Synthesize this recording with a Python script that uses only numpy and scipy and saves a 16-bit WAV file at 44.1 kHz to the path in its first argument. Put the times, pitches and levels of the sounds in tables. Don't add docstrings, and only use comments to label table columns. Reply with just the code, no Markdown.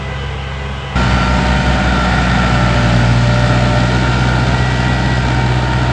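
import sys
import numpy as np
from scipy import signal
from scipy.fft import rfft, irfft, next_fast_len
from scipy.io import wavfile
from scipy.ndimage import uniform_filter1d, map_coordinates

SR = 44100
rng = np.random.default_rng(int(sys.argv[2]) if len(sys.argv) > 2 else 0)


def inscribe(sig):
    pcm = np.round(np.clip(np.atleast_2d(sig).T, -1, 1) * 32767)
    wavfile.write(sys.argv[1], SR, pcm.astype(np.int16))


N = 261072


def amp(db):
    return 10 ** (np.asarray(db) / 20)


def unit(x):
    return x / np.sqrt(np.mean(x ** 2) + 1e-20)


def curves(rows):
    s, *cols = np.transpose(rows)
    return [np.interp(np.arange(N) / SR, s, c) for c in cols]


def ramp(start_s, end_s):
    return np.clip((np.arange(N) / SR - start_s) / (end_s - start_s), 0, 1)


def wobble(rate):
    knots = rng.standard_normal(int(N * rate / SR) + 4)
    return map_coordinates(knots, [np.arange(N) * rate / SR])


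def coloured(x, spectrum):
    m = next_fast_len(N + 8192)
    f, db = np.transpose(spectrum)
    bins = np.fft.rfftfreq(m, 1 / SR)
    gain = amp(np.interp(np.log(bins + 1), np.log(f + 1), db))
    return unit(irfft(rfft(x, m) * gain, m)[:N])


def patchy(depth_db):
    z = signal.stft(rng.standard_normal(N + 512), nperseg=512)[2]
    across_frequency = uniform_filter1d(rng.standard_normal(z.shape), 5, 0)
    field = uniform_filter1d(across_frequency, 12, 1)
    return signal.istft(z * amp(depth_db * unit(field)), nperseg=512)[1][:N]


def sine(turns, db):
    return np.sqrt(2) * amp(db) * np.cos(2 * np.pi * turns)


def tone(turns, order, db, waver_db, blur):
    phase_turns = order * turns + rng.random() + blur * wobble(12) / (2 * np.pi)
    return sine(phase_turns, db + waver_db * wobble(9))


def knock(turns, depth, fall):
    size = amp(3 * rng.standard_normal(int(turns[-1]) + 2))
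    loose = np.maximum(turns + 0.15 * wobble(40), 0)
    since_firing = loose % 1
    return unit(1 + depth * size[loose.astype(int)] * np.exp(-fall * since_firing))


# frequency in Hz, relative level in dB.
SILENCER = [(60, -42), (85, -10.5), (107, 10.5), (140, 8), (170, -3.5), (200, 12.5), (240, -1), (300, 6.5),
            (450, -9.5), (700, 0), (900, -10), (1500, -13.5), (2500, -49)]
CYLINDER_STRENGTH = [0.91, 0.76, -0.74, -0.42]


def uneven(turns, scatter):
    fired = np.flatnonzero(np.diff(np.floor(turns)))
    strength = np.resize(CYLINDER_STRENGTH, len(fired))
    pulses = np.zeros(N)
    pulses[fired] = strength + scatter * rng.standard_normal(len(fired))
    return coloured(pulses, SILENCER)


# time in seconds, firing rate in Hz.
FAR_FIRING_RATE = [(0, 67.38), (.48, 67.5), (.72, 67.3), (.84, 67.05), (1.08, 67.3), (1.4, 67.1),
                   (1.7, 66.95), (2.1, 67.1)]
# time in seconds, first order in dB, second order in dB, roar in dB.
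FAR_LEVELS = [(0, -27, -27.5, -27), (.24, -24, -25.5, -27), (.48, -25, -28, -27.5), (.72, -24, -27.5, -27),
              (.84, -29, -28, -27.5), (1.08, -26, -28, -25.5), (1.7, -23.5, -21.5, -30.5),
              (1.9, -26, -40, -38), (2.05, -52, -49, -65), (2.15, -96, -99, -98)]
FAR_TONE_ORDERS = [1.42, 1.67, 3, 6.04, 7.75, 9.79, 10.25, 11.25, 12, 14.79, 19, 22.12, 23.25, 29.54, 30.96,
                   36.92, 39.1, 44.42, 46.46, 48.9, 54.2, 131.8]
FAR_TONE_LEVELS = [-9.5, -13, -13.5, -15.5, -23.5, -14, -19.5, -15, -15, -15.5, -18.5, -24, -21, -16, -18,
                   -20.5, -26, -16.5, -23, -23.5, -27.5, -45]
# frequency in Hz, relative level in dB per Hz.
FAR_ROAR_COLOUR = [(30, -29), (60, -15.5), (110, -11), (190, -13.5), (290, -28.5), (420, -14.5), (520, -11),
                   (620, -27), (760, -17), (1250, -16.5), (1390, -23), (1560, -14), (1780, -24.5),
                   (2000, -17.5), (2300, -23), (3000, -22.5), (4500, -34.5), (6000, -38.5), (7800, -42),
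                   (10300, -64.5), (13400, -101)]


def far_tractor():
    first_db, second_db, roar_db = curves(FAR_LEVELS)
    turns = np.cumsum(curves(FAR_FIRING_RATE)[0]) / SR - .09
    beat = sine(turns, first_db) + sine(2 * turns + 1.7 / (2 * np.pi), second_db)
    tones = sum(tone(turns, order, db, waver_db=3.0, blur=0.43)
                for order, db in zip(FAR_TONE_ORDERS, FAR_TONE_LEVELS))
    roar = coloured(patchy(0.92) * knock(turns, depth=0.13, fall=3), FAR_ROAR_COLOUR)
    lope = amp(-10.5) * uneven(turns, scatter=0.34)
    return beat + amp(roar_db) * (roar + tones + lope)


FAINT_ORDERS = [1.15, 2.3, 7, 8, 11, 13, 15.5, 19.6, 24.02, 25.25, 29.35, 38.75, 39.15, 48.95, 78.35]
# level as the close view opens in dB, level at the end in dB.
FAINT_LEVELS = [(-38.5, -36), (-38, -36.5), (-45, -43), (-40, -50.5), (-53, -35), (-47, -49), (-39, -39),
                (-39, -44.5), (-32, -43.5), (-37, -39.5), (-37, -42), (-41, -48), (-41, -49), (-40.5, -45),
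                (-47.5, -61)]


def faint_tones(turns, along):
    total = np.zeros(N)
    for order, (opening, closing) in zip(FAINT_ORDERS, FAINT_LEVELS):
        db = opening + (closing - opening) * along + 1.5 * wobble(1.6)
        total += tone(turns, order, db, waver_db=2.0, blur=.5 + order / 40)
    return total


# centre in Hz, width in Hz, relative peak level in dB.
BLOCK_MODES = [(619, 63, 4), (740, 86, -0.5), (875, 78, -2), (1425, 95, 3), (1866, 180, -4), (2310, 85, -4),
               (3100, 153, -8), (3590, 170, -8), (4660, 300, -20), (7700, 690, -25)]


def clatter(turns, per_firing, spread_db):
    draws = rng.random((int(turns[-1]) * 6, 4))
    when = np.arange(len(draws)) // 6 + draws[:, 0] ** 1.6
    struck = draws[:, 1] < per_firing / 6
    size = struck * amp(-spread_db * np.log(draws[:, 2] + 1e-3)) * np.sign(draws[:, 3] - .5)
    blows = np.bincount(np.searchsorted(turns, when), size, N + 1)[:N]
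    m = next_fast_len(N + 8192)
    f = np.fft.rfftfreq(m, 1 / SR)
    ring = 0
    for k, (centre, width, db) in enumerate(BLOCK_MODES):
        damping = 1j * f * width
        ring = ring + (-1) ** k * amp(db) * damping / (centre ** 2 - f ** 2 + damping)
    return unit(irfft(rfft(blows, m) * ring, m)[:N])


# frequency in Hz, relative level in dB per Hz.
BODY_NEAR_COLOUR = [(30, -28), (50, -25), (85, -12), (150, -6), (250, -13), (420, -20.5), (600, -19.5),
                    (800, -14.5), (1100, -25.5), (1390, -15.5), (1620, -22.5), (1850, -18.5), (2100, -23),
                    (3000, -28), (4500, -38), (5850, -76), (9900, -120)]
# frequency in Hz, relative level in dB per Hz.
BODY_AWAY_COLOUR = [(30, -33), (50, -18.5), (85, -10), (150, -11), (250, -10.5), (400, -17.5), (600, -20),
                    (900, -17.5), (1080, -29), (1420, -18.5), (1650, -23.5), (1900, -23), (2150, -27.5),
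                    (3000, -29.5), (4500, -37), (5850, -62), (9900, -120)]
# frequency in Hz, relative level in dB per Hz.
TOP_COLOUR = [(1470, -21), (2500, -2), (2900, -5), (3650, -3.5), (4900, -4.5), (5750, -10.5), (7460, -12.5),
              (9340, -26), (10300, -54.5), (13400, -72), (22000, -120)]


def roar(turns, body_db, top_db):
    later = ramp(2.62, 4.04)
    early, late = (coloured(patchy(0.99) * knock(turns, depth=0.37, fall=2.7), colour)
                   for colour in (BODY_NEAR_COLOUR, BODY_AWAY_COLOUR))
    body = amp(body_db) * (np.sqrt(1 - later) * early + np.sqrt(later) * late)
    treble = coloured(patchy(0.81) * knock(turns, depth=0.5, fall=4.5), TOP_COLOUR)
    return body + amp(top_db + 0.16 * wobble(10)) * treble


def swelling(rest_db, swells):
    edge_s = 0.048
    level = rest_db
    for start_s, end_s, db in swells:
        lift = ramp(start_s - edge_s, start_s) - ramp(end_s, end_s + edge_s)
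        level = level + (db - rest_db) * lift
    return level


WHINE_MULTIPLES = [9.8, 12, 12.25, 14.8, 22.2, 23.25, 29.6, 31, 37, 44.4, 58.75, 74]
# level in dB, before the jolting gain.
WHINE_REST = [-40.5, -37, -36, -33.5, -35.5, -42, -47, -48, -45, -43.5, -56, -56.5]
# start in seconds, end in seconds, level in dB before the jolting gain.
WHINE_SWELLS = [
    [(1.1, 2.0, -31), (2.55, 3.9, -27), (5.55, 5.9, -36.5)],
    [(1.45, 1.8, -29.5), (2.3, 2.75, -33), (3.45, 3.75, -28.5)],
    [(1.2, 2.5, -31.5), (3.75, 4.0, -33)],
    [(.96, 1.65, -29.5), (3.4, 4.9, -32), (5.25, 5.75, -30)],
    [(.96, 1.35, -24.5), (1.95, 2.75, -27), (3.3, 4.9, -30.5)],
    [(1.5, 2.15, -31.5), (3.3, 4.4, -32.5), (5.3, 5.85, -37)],
    [(2.05, 3.05, -33), (3.35, 3.9, -40), (5.3, 5.85, -38.5)],
    [(.96, 1.35, -34.5), (2.0, 2.5, -36.5), (3.2, 3.95, -33), (4.55, 5.2, -29), (5.5, 5.9, -36.5)],
    [(2.4, 2.6, -37), (3.85, 4.85, -37.5), (5.25, 5.5, -35.5)],
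    [(1.5, 1.95, -43), (2.8, 3.2, -42), (4.05, 4.9, -39.5)],
    [(.96, 1.3, -43), (1.85, 2.55, -39), (3.35, 3.55, -41.5)],
    [(1.1, 1.247, -42.5)],
]


def whines(turns):
    jolts = amp(0.5) * knock(turns, depth=0.47, fall=1.5)
    levels = map(swelling, WHINE_REST, WHINE_SWELLS)
    return jolts * sum(tone(turns, order, db, waver_db=1.55, blur=0.3)
                       for order, db in zip(WHINE_MULTIPLES, levels))


# time in seconds, level in dB.
BOOM_LEVEL = [(.96, -18), (1.4, -25), (2.2, -21.5), (3.1, -11.5), (3.7, -15), (5.2, -17.5), (5.92, -16.5)]
# level alongside in dB, level drawing away in dB.
UPPER_ORDER_LEVELS = [(-22, -30), (-26.5, -38.5), (-41.5, -35), (-40.5, -32.5)]
ORDER_LEADS = [(0, 0), (-.05, .11), (-.42, .42), (.02, .85), (.1, .1), (.4, .4)]


def exhaust_beat(turns, along):
    first_db = -17 - 4 * along
    turned = ramp(3.24, 5.5)
    upper_db = [near + (away - near) * turned for near, away in UPPER_ORDER_LEVELS]
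    levels = [first_db, *curves(BOOM_LEVEL), *upper_db]
    beat = np.zeros(N)
    for order, (db, (opening, closing)) in enumerate(zip(levels, ORDER_LEADS), start=1):
        lead = opening + (closing - opening) * along
        if order == 2:
            lead = lead + 0.24 * (1 - ramp(1.6, 2.1))
        beat += sine(order * turns + lead, db + 0.12 * order ** 2 * wobble(4))
    return beat


CUT_IN_S = 0.956
# time in seconds, firing rate in Hz.
CLOSE_FIRING_RATE = [(0.96, 61.75), (1.26, 61.56), (1.56, 61.99), (1.86, 61.52), (2.16, 61.12),
                     (2.46, 60.9), (2.76, 60.15), (3.06, 59.73), (3.36, 60.64), (3.66, 60.79),
                     (3.96, 61.77), (4.26, 62.16), (4.56, 62.3), (4.86, 62.44), (5.16, 62.32),
                     (5.46, 61.86), (5.76, 61.95), (5.92, 62.0)]
# time in seconds, body level in dB, mean treble level in dB.
CLOSE_ROAR_LEVELS = [(.97, -20, -30), (1.3, -20, -31), (2.0, -18, -30.5), (2.86, -17.5, -29.5),
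                     (3.23, -20.5, -30), (3.52, -18.5, -29.5), (4.09, -19.5, -30.5), (4.84, -19.5, -31),
                     (5.33, -20.5, -32.5), (5.92, -20, -33.5)]


def close_tractor():
    turns = np.cumsum(curves(CLOSE_FIRING_RATE)[0]) / SR + .33
    along = ramp(CUT_IN_S, N / SR)
    body_db, top_db = curves(CLOSE_ROAR_LEVELS)
    tonal = exhaust_beat(turns, along) + whines(turns) + faint_tones(turns, along)
    lope = amp(body_db - 7.0 + 1.4 * wobble(2.76)) * uneven(turns + 0.3015, scatter=0.066)
    blows = amp(body_db - 8.0) * clatter(turns, per_firing=4.5, spread_db=2.0)
    start = ramp(CUT_IN_S, CUT_IN_S + 0.00077)
    return start * (tonal + roar(turns, body_db, top_db) + lope + blows)


def scene():
    return (far_tractor() + close_tractor())[None]


def record(dry):
    band_limit_hz = 10450
    x = dry / (1 + np.abs(dry / .97) ** 8) ** (1 / 8)
    m = next_fast_len(N + 8192)
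    passed = np.fft.rfftfreq(m, 1 / SR) < band_limit_hz
    return irfft(rfft(x, m) * passed, m)[:, :N]


dry = scene()
out = record(dry)
inscribe(out)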